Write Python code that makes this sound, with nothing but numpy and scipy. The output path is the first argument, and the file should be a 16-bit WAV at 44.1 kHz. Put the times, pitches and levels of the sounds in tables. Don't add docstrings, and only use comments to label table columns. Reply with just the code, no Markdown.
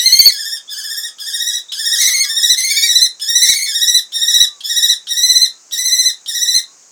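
import sys
import numpy as np
from scipy import signal
from scipy.fft import rfft, irfft, next_fast_len
from scipy.io import wavfile

SR = 44100
rng = np.random.default_rng(int(sys.argv[2]) if len(sys.argv) > 2 else 0)


def output_pcm(signal):
    pcm = np.clip(np.atleast_2d(signal).T, -1, 1) * 32767
    wavfile.write(sys.argv[1], SR, np.round(pcm).astype(np.int16))


N = 304819

# (start [s], last crest [s], throb length [s],
# pitch at the last crest [Hz], climb to it [Hz], arch of pitch midway [Hz], level at the last crest [dB],
# swell to it [dB], arch of level midway [dB], ring of the second harmonic at the last crest [dB],
# pitch sag between crests [0-1])
PERCHED_TRILLS = [ (0.295, 0.533, 0.069, 1845, 79.3, -18.5, -18, 0.5, -0.1, -2, .09),
                  (0.677, 1.044, 0.065, 1892, 152.7, -14, -18, 6.5, 2.5, -2, 0.12),
                  (1.177, 1.545, 0.067, 1959, 196, 31.5, -16.5, 6.5, 3, 4.5, 0.14),
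                  (1.712, 2.057, 0.064, 1979, 217, 11, -12.5, 10, 5.5, 1.5, 0.14),
                  (2.215, 2.509, 0.067, 1972, 226, 28.5, -10.5, 10.5, 0.5, 4.5, .12),
                  (2.670, 3.027, 0.063, 2042, 212.4, -4, -12.5, 9.5, 3, 7.5, 0.11),
                  (3.192, 3.498, 0.067, 1995, 221.5, 83.5, -10.5, 12, 5.5, 3.5, 0.09),
                  (3.643, 3.955, .065, 1997, 191.4, 23.5, -12, 7.5, 1, 6.5, .105),
                  (4.115, 4.413, .062, 1992, 109.7, 0.5, -11, 6.5, 0.5, 9, .105),
                  (4.63, 4.9, 0.064, 1962, 146.4, 29, -12.5, 5.5, 1, 6, .1),
                  (5.065, 5.424, 0.061, 2049, 153.6, 33, -13.5, 4.5, 4.5, 8.5, 0.07),
                  (5.708, 6.064, 0.067, 2030, 94.7, 83.5, -12.5, 4.5, 2.5, 3.5, .08),
                  (6.258, 6.554, 0.065, 2057, 164, 2.5, -11.5, 8, 2, 6, .1)]
HIGHER_TRILLS = [ (-.040, .266, .0665, 2256, 258.4, 65, -14.5, 1, 0.18, 17.5, 0.072),
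                 (1.985, 2.213, .064, 2227, 34.5, -35, -17.5, 0, -1.8, 1.5, .085),
                 (2.550, 2.840, .063, 2318, 212.3, 50.5, -16.5, -0.5, -0.6, 5.4, 0.077),
                 (3.395, 3.630, .066, 2243, 65.2, 25, -14, 0.5, -0.38, 3.1, 0.071)]
# (level at a crest [dB], further level between crests [dB])
PERCHED_VOICE = [(-8, -10), (1, -10.5), (1.5, -7.5), (-5.5, -4), (-4.5, -10.5), (-13.5, -2.5),
                 (-13.5, -7.5), (-21.5, -1), (-17.5, -13.5)]
HIGHER_VOICE = [(1.5, -8), (0, -6), (1, -3.5), (-2, -5.5), (-8.5, 1), (-12.5, 2), (-11, -4), (-23.5, -5)]
# (start [s], length [s], top pitch [Hz], level [dB])
SQUEAKS = [(0.676, 0.063, 3580, -21.5), (1.18, .045, 3530, -32), (1.684, 0.043, 3840, -24)]
# (time [s], perched level [dB], higher level [dB])
FACING = [(0, 3, -1.5), (.35, -5.5, 5.5), (1.5, -5.5, 3), (2.0, -3, 5.5), (2.5, .5, 2.5), (3.5, 0, -6),
          (6.9, -3.5, -7)]
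# (time [s], level before the trim [dB])
TICKS = [(1.184, -26), (1.72, -10), (3.197, -19), (4.12, -21.5), (4.606, -20), (4.636, -30), (5.07, -19),
         (5.71, -24.5), (6.26, -20.5), (6.825, -49)]
# (start [s], end [s], first pitch [Hz], last pitch [Hz], arch midway [Hz], level [dB])
WHISTLES = [(0.552, 1.298, 1304, 1270, -19.5, -62), (1.701, 2.502, 1362, 1059, 40.5, -52),
            (4.2, 4.643, 1237, 1067, 89.5, -58.5), (5.446, 6.097, 1285, 1319, 47, -57.5),
            (6.391, 6.797, 975, 1130, 10, -61.5)]
# (frequency [Hz], level [dB])
BREATH_COLOUR = [(1500, -22), (2700, 0.5), (3400, 13), (5500, 19), (7500, -34.5), (11000, -10),
                 (16000, -12)]
TICK_COLOUR = [(200, -73.5), (1500, 5.5), (2400, -6.5), (3200, 23), (5000, 10), (7500, 4), (12000, -2),
               (16000, -22)]
HISS_COLOUR = [(30, -63), (80, -32), (160, -14), (400, -9), (1200, -8.5), (2400, -12.5), (3500, -17.5),
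               (5000, -4.5), (6700, 4), (8200, -7.5), (10000, -27), (16000, -27)]
CRACKLE_COLOUR = [(30, -20), (70, -19), (160, -30), (350, -7), (500, 14.5), (750, -33.5), (1300, -3),
                  (2800, 10.5), (8000, -17.5), (16000, -26)]
# (frequency [Hz], gain [dB])
BEAM = [(2000, -3), (4200, 1), (6000, 0), (8000, -4.5), (12000, -6), (16000, -7)]
# (frequency [Hz], time to fall by 60 dB [s])
LOFT_DECAY = [(300, 0.17), (2000, 0.19), (4000, 0.2), (6000, 0.15), (10000, 0.14), (16000, 0.088)]

HISS_DB = -46
EDGE_HZ = 17000
SLOW_START_S = 0.005
EARLIEST_S = 0.01
FALL_S, FALL_SHARE, FALL_DB = 0.042, 0.1423, 10.5
UNEVEN_DB, UNEVEN_HZ = 0.5, 10
RING_GROWTH_DB = 7
ATTACK_DB = 15.5


def amp(db):
    return 10 ** (np.asarray(db) / 20)


def unit(x):
    return x / np.sqrt(np.mean(x ** 2) + 1e-20)


def read(points, hz):
    f, value = np.transpose(points)
    return np.interp(np.log(hz + 1), np.log(f), value)


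def add(mix, start, sound):
    at = round(start * SR)
    sound = sound[max(-at, 0):]
    part = mix[max(at, 0):][:len(sound)]
    part += sound[:len(part)]


def coloured(x, colour):
    size = next_fast_len(len(x))
    gain = amp(read(colour, np.fft.rfftfreq(size, 1 / SR)))
    return irfft(rfft(x, size) * gain, size)[:len(x)]


def noise(colour, size):
    return unit(coloured(rng.standard_normal(size), colour))


def wander(hz, size, order=5):
    low_pass = signal.butter(order, hz, fs=SR, output="sos")
    return unit(signal.sosfilt(low_pass, rng.standard_normal(SR)))[-size:]


def hiss():
    return amp(HISS_DB) * noise(HISS_COLOUR, size=N)


def gesture(call):
    start, last, throb_s, top_hz, climb_hz, arch_hz, top_db, swell_db, arch_db, ring_db, sag = call
    t = np.arange(start, last + FALL_S, 1 / SR)
    crests = np.arange(last, start + EARLIEST_S, -throb_s)[::-1].copy()
    crests[0] -= SLOW_START_S
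    to_go = np.linspace(1, 0, len(crests))
    arch = np.sin(np.pi * to_go)
    chance = rng.standard_normal((len(crests), 2))
    crest_hz = top_hz - climb_hz * to_go + arch_hz * arch + UNEVEN_HZ * chance[:, 0]
    crest_db = top_db - swell_db * to_go + arch_db * arch + UNEVEN_DB * chance[:, 1]

    attack = np.interp(t, [start, crests[0]], [1, 0])
    release = np.clip((t - last) / FALL_S, 0, 1)
    throb = np.pi * np.interp(t, crests, np.arange(len(crests)))
    pitch = np.interp(t, crests, crest_hz) * (1 - FALL_SHARE * release ** 2)
    level_db = np.interp(t, crests, crest_db) - ATTACK_DB * attack - FALL_DB * release
    ring = np.interp(t, crests, ring_db - RING_GROWTH_DB * to_go)
    return t, throb, release, pitch, level_db, ring


def trill(call, voice, narrow, skew, lock, half, jitter, drift, rasp, air_db, strained_db,
          rasp_s=0.0632, jitter_hz=300, uneven=0.19, air_rise_db=3.0, air_hz=230, drain=0.28,
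          scoop=0.14, scoop_s=0.014, chest_s=0.045, cling=0.11, shallow=0.2, purity=0.43,
          open_s=0.019, hoarse_db=-15, flicker_db=1.01, flicker_hz=110):
    start, sag = call[0], call[-1]
    t, throb, release, pitch, level_db, ring_db = gesture(call)
    age = t - start

    throb = throb - skew * np.sin(throb) ** 2
    slack = 1 - abs(np.cos(throb)) ** narrow
    strain = slack * (1 + cling * np.sin(2 * throb + np.pi))
    ringing = 1 / (1 + abs(strain / lock) ** 5)
    ring_db = ring_db * (1 - release ** 2)

    depth = sag * (1 - shallow * (1 - age / age[-1]) + uneven * wander(12, len(t)))
    pitch = pitch * (1 - depth * slack)
    unsteady = jitter * (1 + slack + release) + rasp * np.exp(-age / rasp_s)
    pitch = pitch * (1 + unsteady * wander(jitter_hz, len(t)) + drift * wander(86.7, len(t)))
    pitch = pitch * (1 - scoop * np.exp(-age / scoop_s))
    phase = 2 * np.pi * np.cumsum(pitch) / SR

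    opening = 1 - np.exp(-(age / open_s) ** 2)
    chest = 1 - np.exp(-(age / chest_s) ** 2)
    out = half * amp(ring_db) * np.sin(3 * phase / 2)
    for k, (crest_db, slack_db) in enumerate(voice, 1):
        db = slack_db * slack
        swell = opening
        if k == 1:
            db = db - drain * ring_db
            swell = chest
        elif k == 2:
            db = ring_db * ringing + slack_db * (1 - ringing)
            swell = 1
        db = db + flicker_db * (k - 1) * wander(flicker_hz, len(t))
        out += swell * amp(crest_db + db) * np.sin(k * phase)
        blur = wander(air_hz, len(t)) * np.cos(k * phase) + wander(air_hz, len(t)) * np.sin(k * phase)
        out += swell * amp(crest_db + air_db + air_rise_db * k) * blur

    breath = amp(hoarse_db) * opening * np.exp(-age / rasp_s) + amp(strained_db) * (slack + release)
    out += breath * amp(-purity * ring_db) * noise(BREATH_COLOUR, size=len(t))
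    edges = np.clip(age / 0.019, 0, 1) * np.clip((t[-1] - t) / 0.00072, 0, 1)
    return start, out * edges * amp(level_db)


def bird(calls, voice, **manner):
    out = np.zeros(N)
    for call in calls:
        add(out, *trill(call, voice, **manner))
    return out


def loft(x, gap_s=0.0017, build_s=0.0015):
    hz, t, bands = signal.stft(rng.standard_normal(SR // 2), SR, nperseg=256)
    decay = amp(-60 * t / read(LOFT_DECAY, hz)[:, None])
    tail = signal.istft(bands * decay, SR, nperseg=256)[1]
    tail = tail * np.clip((np.arange(len(tail)) / SR - gap_s) / build_s, 0, 1)
    return signal.fftconvolve(x, tail / np.linalg.norm(tail))[:N]


def whistles(waver=0.0093, ends_db=-7):
    out = np.zeros(N)
    for start, end, first_hz, last_hz, arch_hz, db in WHISTLES:
        u = np.linspace(0, 1, round((end - start) * SR))
        arch = np.sin(np.pi * u)
        glide = first_hz + (last_hz - first_hz) * u + arch_hz * arch
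        pitch = glide * (1 + waver * wander(40, len(u)))
        tone = np.sin(2 * np.pi * np.cumsum(pitch) / SR)
        add(out, start, amp(db + ends_db * (1 - arch)) * tone * signal.windows.tukey(len(u), 0.2))
    return out


def squeaks(dip=0.131, rough=0.014, rough_hz=300):
    out = np.zeros(N)
    for start, length, top_hz, db in SQUEAKS:
        arch = np.sin(np.linspace(0, np.pi, round(length * SR))).clip(0) ** 0.5
        pitch = top_hz * (1 - dip * (1 - arch) + rough * wander(rough_hz, len(arch)))
        add(out, start, amp(db) * arch * np.sin(2 * np.pi * np.cumsum(pitch) / SR))
    return out


def ticks(rise_s=0.00086, decay_s=0.0049, trim_db=-3):
    out = np.zeros(N)
    t = np.arange(2048) / SR
    envelope = (1 - np.exp(-t / rise_s)) * np.exp(-t / decay_s)
    for start, db in TICKS:
        add(out, start, amp(db + trim_db) * noise(TICK_COLOUR, size=2048) * envelope)
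    return out


def scene(perched_room_db=-7, higher_room_db=-8, tick_room_db=-2):
    time, perched_db, higher_db = np.transpose(FACING)
    t = np.arange(N) / SR
    higher = bird(HIGHER_TRILLS, HIGHER_VOICE, narrow=4.2, skew=0.22, lock=0.39, half=0.035,
                  jitter=0.004, drift=0.007, rasp=0.0152, air_db=-29, strained_db=-14.5)
    perched = bird(PERCHED_TRILLS, PERCHED_VOICE, narrow=2.1, skew=0.22, lock=0.35, half=0,
                   jitter=0.00257, drift=0.008, rasp=0.028, air_db=-37, strained_db=-29.5)
    perched = perched + squeaks()
    snaps = ticks()
    straight = perched * amp(np.interp(t, time, perched_db)) + higher * amp(np.interp(t, time, higher_db))
    echoes = amp(perched_room_db) * loft(perched) + amp(higher_room_db) * loft(higher)
    small = snaps + amp(tick_room_db) * loft(snaps) + loft(whistles())
    return (coloured(straight, BEAM) + echoes + small + hiss())[None]


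def record(dry, ceiling=0.98, lopsided=0.03, crackle=0.12):
    clipped = dry / (1 + (dry / ceiling) ** 10) ** (1 / 10)
    excess = np.clip(abs(dry) - 1, 0, 1)
    clipped = clipped + excess * (lopsided + crackle * noise(CRACKLE_COLOUR, size=N))
    low_pass = signal.firwin(511, EDGE_HZ, window=("kaiser", 9), fs=SR)
    return signal.oaconvolve(clipped, low_pass[None], "same")


dry = scene()
out = record(dry)
output_pcm(out)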